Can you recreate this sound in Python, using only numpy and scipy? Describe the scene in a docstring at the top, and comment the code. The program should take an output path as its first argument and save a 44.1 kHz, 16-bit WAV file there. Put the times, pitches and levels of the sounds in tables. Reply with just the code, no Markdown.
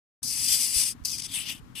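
"""A nestling begs with long rasping hisses in dry reeds, close and a little to the left.
Fluttering air makes its throat, mouth and beak ring. The second call rattles, breaks into a
short squeal, then sputters; the last two turn hollow as the chick is fed.
Far off an engine putters in the open air, and a few soft bumps reach the microphone."""
import sys
import numpy as np
from scipy import signal
from scipy.fft import rfft, irfft
from scipy.io import wavfile
from scipy.ndimage import map_coordinates

SR = 44100
rng = np.random.default_rng(int(sys.argv[2]) if len(sys.argv) > 2 else 0)


def transcribe(u):
    """Save the signal u as a 16-bit wav file named by the first command-line argument.

    u: samples, shape (n,) or (channels, n), limited to [-1, 1]; the rate is SR.
    q: integer samples, one column per channel.
    """
    v = np.clip(np.atleast_2d(u).T, -1, 1)
    q = np.round(v * 32767).astype(np.int16)
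    wavfile.write(sys.argv[1], SR, q)


N = 79380
T, HZ = np.arange(N) / SR, np.fft.rfftfreq(N, 1 / SR)

# how hard the chick pushes in its second call: time_s, level_db
SECOND_CALL = [(1.039, -53), (1.046, -56), (1.052, -33), (1.164, -36.5), (1.168, -41), (1.269, -49.5)]


def amp(db):
    """Turns decibels into a gain."""
    return 10 ** (np.asarray(db) / 20)


def unit(x):
    """Scales a sound so that the average of its channels has strength (rms) 1."""
    return x / np.sqrt(np.mean(np.atleast_2d(x).mean(0) ** 2) + 1e-20)


def pan(db):
    """Left and right gains; positive decibels lean left."""
    left = amp(np.atleast_1d(db))
    return 2 * np.array([left, np.ones_like(left)]) / (1 + left)


def over_hz(table):
    """Joins a table's rows into curves over frequency."""
    hz, *columns = np.transpose(table)
    return np.array([np.interp(np.log(HZ + 1), np.log(hz), c) for c in columns])


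def over_time(table):
    """Joins a table's rows into curves over time."""
    times, *columns = np.transpose(table)
    return np.array([np.interp(T, times, c) for c in columns])


def during(table):
    """On from a table's first time to its last, with short soft edges."""
    start, end = table[0][0], table[-1][0]
    return np.clip((T - start) / .004 + .5, 0, 1) * np.clip((end - T) / .004 + .5, 0, 1)


def wobble(hz):
    """Random motion up to about the given rate."""
    return unit(irfft(rfft(rng.standard_normal(N)) / (1 + (HZ / hz) ** 4), N))


def ring(x, resonances):
    """Passes a sound through fixed resonances; their levels set only the balance."""
    power = sum(amp([[left], [right]]) ** 2 / (1 + (2 * (HZ - hz) / width) ** 2) ** 2
                for hz, width, left, right in resonances)
    return unit(irfft(rfft(x) * np.sqrt(power), N))


def moving_ring(x, hz, width_hz):
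    """Passes a sound twice through a resonance whose pitch moves."""
    turn = np.exp(2j * np.pi * np.cumsum(hz) / SR)
    decay = np.exp(-np.pi * width_hz / SR)
    for _ in range(2):
        x = 2 * (turn * signal.lfilter([1 - decay], [1, -decay], x / turn)).real
    return x


def outdoors():
    """Faint rumble and wash of open air."""
    # tone of the air: frequency_hz, left_db, right_db
    air_tone = [(20, -23.5, -4), (56, 2, 13), (122, 9, -2.5), (260, 5, -12.5), (580, -14.5, -13.5),
                (1110, -4.5, -24), (2520, -16, -25), (15000, -31, -33.5)]
    noise = rng.standard_normal((2, N))
    return amp(-54.5) * unit(irfft(rfft(noise) * amp(over_hz(air_tone)), N))


def engine():
    """Distant puffs, strong and weak in turn, make an exhaust pipe ring."""
    # pipe resonances: pitch_hz, width_hz, left_db, right_db
    exhaust = [(135, 93, 0.009, 0), (256.4, 66, 0.0025, 0.0039)]
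    puffs_per_s, fade_s, weak_db = 40, .004, -3
    count = puffs_per_s * T
    puffs = np.exp(-(count % 1) / puffs_per_s / fade_s) * amp(weak_db * (np.floor(count) % 2))
    gas = rng.standard_normal(N) + rng.standard_normal((2, N))
    return amp(-55) * ring(puffs * gas, exhaust) * pan(2)


def bumps():
    """Dull pushes on the microphone, on the right, that die within two swings."""
    # each push: start_s, level_db, pitch_hz
    pushes = [(0.407, -43.5, 63.8), (0.508, -42, 60.3), (0.761, -33.5, 55.4), (1.016, -38.5, 63.6),
              (1.624, -44, 60)]
    rise_s = .0062
    out = np.zeros(N)
    for start, db, hz in pushes:
        age = np.maximum(T - start, 0)
        out += amp(db) * age / rise_s * np.exp(1 - age / rise_s) * np.sin(2 * np.pi * hz * age)
    return out * pan(-32.5)


def nest_echoes(x):
    """Adds close echoes off the ground and reeds."""
    # each echo: left_delay_s, right_delay_s, gain
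    echoes = [(.00085, .00112, .16), (.0020, .0017, .16), (.0046, .0037, 0.28)]
    out = x.copy()
    for left_s, right_s, gain in echoes:
        for ear, delay in enumerate((left_s, right_s)):
            out[ear] += gain * map_coordinates(x[ear], [(T - delay) * SR], order=3)
    return out


def effort():
    """How hard the chick pushes: four calls and a few spits of air."""
    # the push behind the other three calls: time_s, level_db
    first_call = [(.22, -96), (.231, -30.5), (.262, -35.5), (.278, -31), (.37, -31.5), (.51, -25.5),
                  (.533, -21.5), (.588, -29.5), (.615, -25), (.718, -32), (.782, -23.5), (.812, -24),
                  (.85, -29), (.885, -30), (.921, -38), (.945, -68.5)]
    third_call = [(1.269, -51), (1.314, -42), (1.337, -34.5), (1.342, -28.5), (1.395, -33), (1.45, -42.5),
                  (1.502, -32), (1.536, -43.5), (1.599, -59)]
    last_call = [(1.749, -70), (1.754, -41), (1.8, -37)]
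    # spits that open and trail the second call: middle_s, length_s, level_db
    spits = [(1.0548, .013, -32), (1.186, .014, -38.5), (1.199, .016, -38), (1.222, .009, -38),
             (1.251, .042, -37.5)]
    calls = sum(amp(over_time(c)[0]) * during(c) for c in (first_call, SECOND_CALL, third_call))
    calls += amp(over_time(last_call)[0]) * (T > last_call[0][0])
    sputter = sum(amp(db) * np.maximum(1 - (2 * (T - middle) / length) ** 2, 0)
                  for middle, length, db in spits)
    return calls + sputter


def shaky_phase(hz, wander, wander_hz):
    """The running angle of a vibration whose pitch wanders by a share of itself."""
    return 2 * np.pi * np.cumsum(hz * (1 + wander * wobble(wander_hz))) / SR


def rattle():
    """In the second call the throat opens and narrows in uneven beats."""
    beat = np.cos(shaky_phase(240, wander=.2, wander_hz=240))
    return 1 + .3 * beat * during(SECOND_CALL[1:])


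def squeal():
    """A thin voiced tone falls through the second call and ends as a clear squeal."""
    # the falling tone: time_s, pitch_hz, level_db
    glide = [(1.06, 1080, -49), (1.1, 893, -45), (1.125, 865, -42), (1.138, 845, -34), (1.147, 805, -35),
             (1.153, 785, -50)]
    # its overtones: pitch_multiple, level_db
    overtones = [(3, -13), (6, 0), (7, -4), (10, -9), (12, -7)]
    hz, db = over_time(glide)
    phase = shaky_phase(hz, wander=.005, wander_hz=485)
    tone = sum(amp(level) * np.sin(round(k) * phase) for k, level in overtones)
    return unit(tone) * amp(db) * rattle() * during(glide) * pan(10)


def voice():
    """The half-formed voice in the hiss: overtones whose pitch never settles."""
    phase = shaky_phase(850, wander=.06, wander_hz=55)
    return unit(sum(np.cos(k * phase + 2 * np.pi * rng.random()) for k in range(1, 23)))


def rasp():
    """Rushing air and a trace of voice, fluttering slightly, at the two ears."""
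    # how alike the ears hear it: frequency_hz, likeness (0-1), left_lead_radians
    ears = [(1400, .15, 0), (3000, .76, 0), (4800, .68, .6), (5700, .72, 1.3), (7000, .5, -1.5),
            (7800, .82, -.3), (8500, .88, 0), (9500, .72, 1.2), (10500, .72, .8), (12500, .42, .4)]
    voice_share, flutter_db, flutter_hz = .3, .83, 86.5
    breath, other_noise = rng.standard_normal((2, N))
    likeness, lead = over_hz(ears)
    left = rfft(np.sqrt(1 - voice_share) * breath + np.sqrt(voice_share) * voice())
    right = (likeness * left + np.sqrt(1 - likeness ** 2) * rfft(other_noise)) * np.exp(-1j * lead)
    return irfft(np.array([left, right]), N) * amp(flutter_db * wobble(flutter_hz))


def whistles(air):
    """Two narrow whistles rise with the first swell of the long call."""
    # their resonances: pitch_hz, width_hz, left_db, right_db
    tones = [(3110, 110, 0, 0), (3450, 100, -2, -3)]
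    # their strength against the call: time_s, level_db
    swell = [(.38, -25), (.53, -15), (.68, -27)]
    return ring(air, tones) * amp(over_time(swell)[0]) * during(swell)


def throat(air):
    """A broad resonance with a narrow ring at its centre, strongest while the beak is blocked."""
    # the moving resonance: time_s, pitch_hz, left_over_right_db
    path = [(.226, 4230, 17), (.242, 3630, 7), (.32, 2590, 2), (1.1, 3080, 5.5), (1.34, 3340, 6.5),
            (1.37, 2900, 8.5)]
    # the narrow ring against the broad one: time_s, level_db
    narrow_level = [(1.25, -10), (1.34, 0)]
    bass_cut_hz = 1930
    hz, lean_db = over_time(path)
    broad = moving_ring(air, hz, width_hz=2260)
    broad = unit(irfft(rfft(broad) / np.sqrt(1 + (bass_cut_hz / (HZ + 1)) ** 12), N))
    narrow = unit(moving_ring(air, hz, width_hz=520))
    share = amp(over_time(narrow_level)[0])
    return unit((broad + share * narrow) / (1 + share)) * pan(lean_db)


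def mouth_and_beak(air):
    """Mouth and beak resonances drift up and down together as the opening changes."""
    # resonances of each: pitch_hz, width_hz, left_db, right_db
    mouth_tones = [(4340, 770, -12.5, -14.5), (4850, 290, -1, -11.5), (5118, 260, -1.5, -12),
                   (5520, 240, -4.5, -8.5), (5964, 320, -2.5, -28.5), (6420, 650, -8.5, -17),
                   (7260, 440, -14, -15)]
    beak_tones = [(8017, 630, -1.5, -6.5), (8630, 320, -6, -5.5), (9460, 990, -3, -13),
                  (9700, 140, 0.5, -12.5), (10137, 910, -0.5, -13.5)]
    position = np.cumsum(1 + .011 * wobble(hz=12))  # reading faster raises the pitch
    return [np.array([map_coordinates(ear, [position], order=5, mode="grid-wrap") for ear in part])
            for part in (ring(air, mouth_tones), ring(air, beak_tones))]


def hiss():
    """The chick's breath rings in throat, mouth and beak; effort sets how loud it is."""
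    # high sizzle and low undertone: pitch_hz, width_hz, left_db, right_db
    sizzle_tones = [(11870, 2000, -13, -14.5), (13770, 2600, -16, -16.5)]
    low_tones = [(1050, 1300, -2, -10), (2130, 340, 10, -16)]
    # each part against the mouth: time_s, throat_db, beak_db, sizzle_db
    balance = [(.234, -12, 2, -6.5), (.26, -23.5, -1.5, -8.5), (.35, -11, 2.5, -8), (.53, -14, 2.5, -5),
               (.85, -7, 5, -7), (1.08, -17, -5, -9), (1.255, -6, -1, -16), (1.3, 4.5, 0, -4),
               (1.35, 10, 13, -1.5), (1.4, 10, 14, 1), (1.45, 6, -3.5, -9), (1.505, 4.5, -1.5, -6),
               (1.58, 9.5, 6.5, -1)]
    air = rasp()
    mouth, beak = mouth_and_beak(air)
    throat_gain, beak_gain, sizzle_gain = amp(over_time(balance))
    total = np.sqrt(1 + throat_gain ** 2 + beak_gain ** 2 + sizzle_gain ** 2)
    blend = mouth + throat_gain * throat(air) + beak_gain * beak + sizzle_gain * ring(air, sizzle_tones)
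    undertone = amp(-20.5) * np.sqrt(throat_gain / total) * ring(air, low_tones)
    return effort() * rattle() * (blend / total + undertone + whistles(air))


def scene():
    """The chick over its quiet surroundings."""
    return nest_echoes(hiss() + squeal()) + engine() + bumps() + outdoors()


def record(dry):
    """Opens with silence, fades in quickly and cuts the highest treble."""
    start_s, fade_s, top_hz = .2194, .0048, 15400
    faded = dry * np.clip((T - start_s) / fade_s, 0, 1)
    treble_cut = signal.firwin(255, top_hz, window=("kaiser", 9), fs=SR)
    return signal.oaconvolve(faded, treble_cut[None], "same")


dry = scene()
out = record(dry)
transcribe(out)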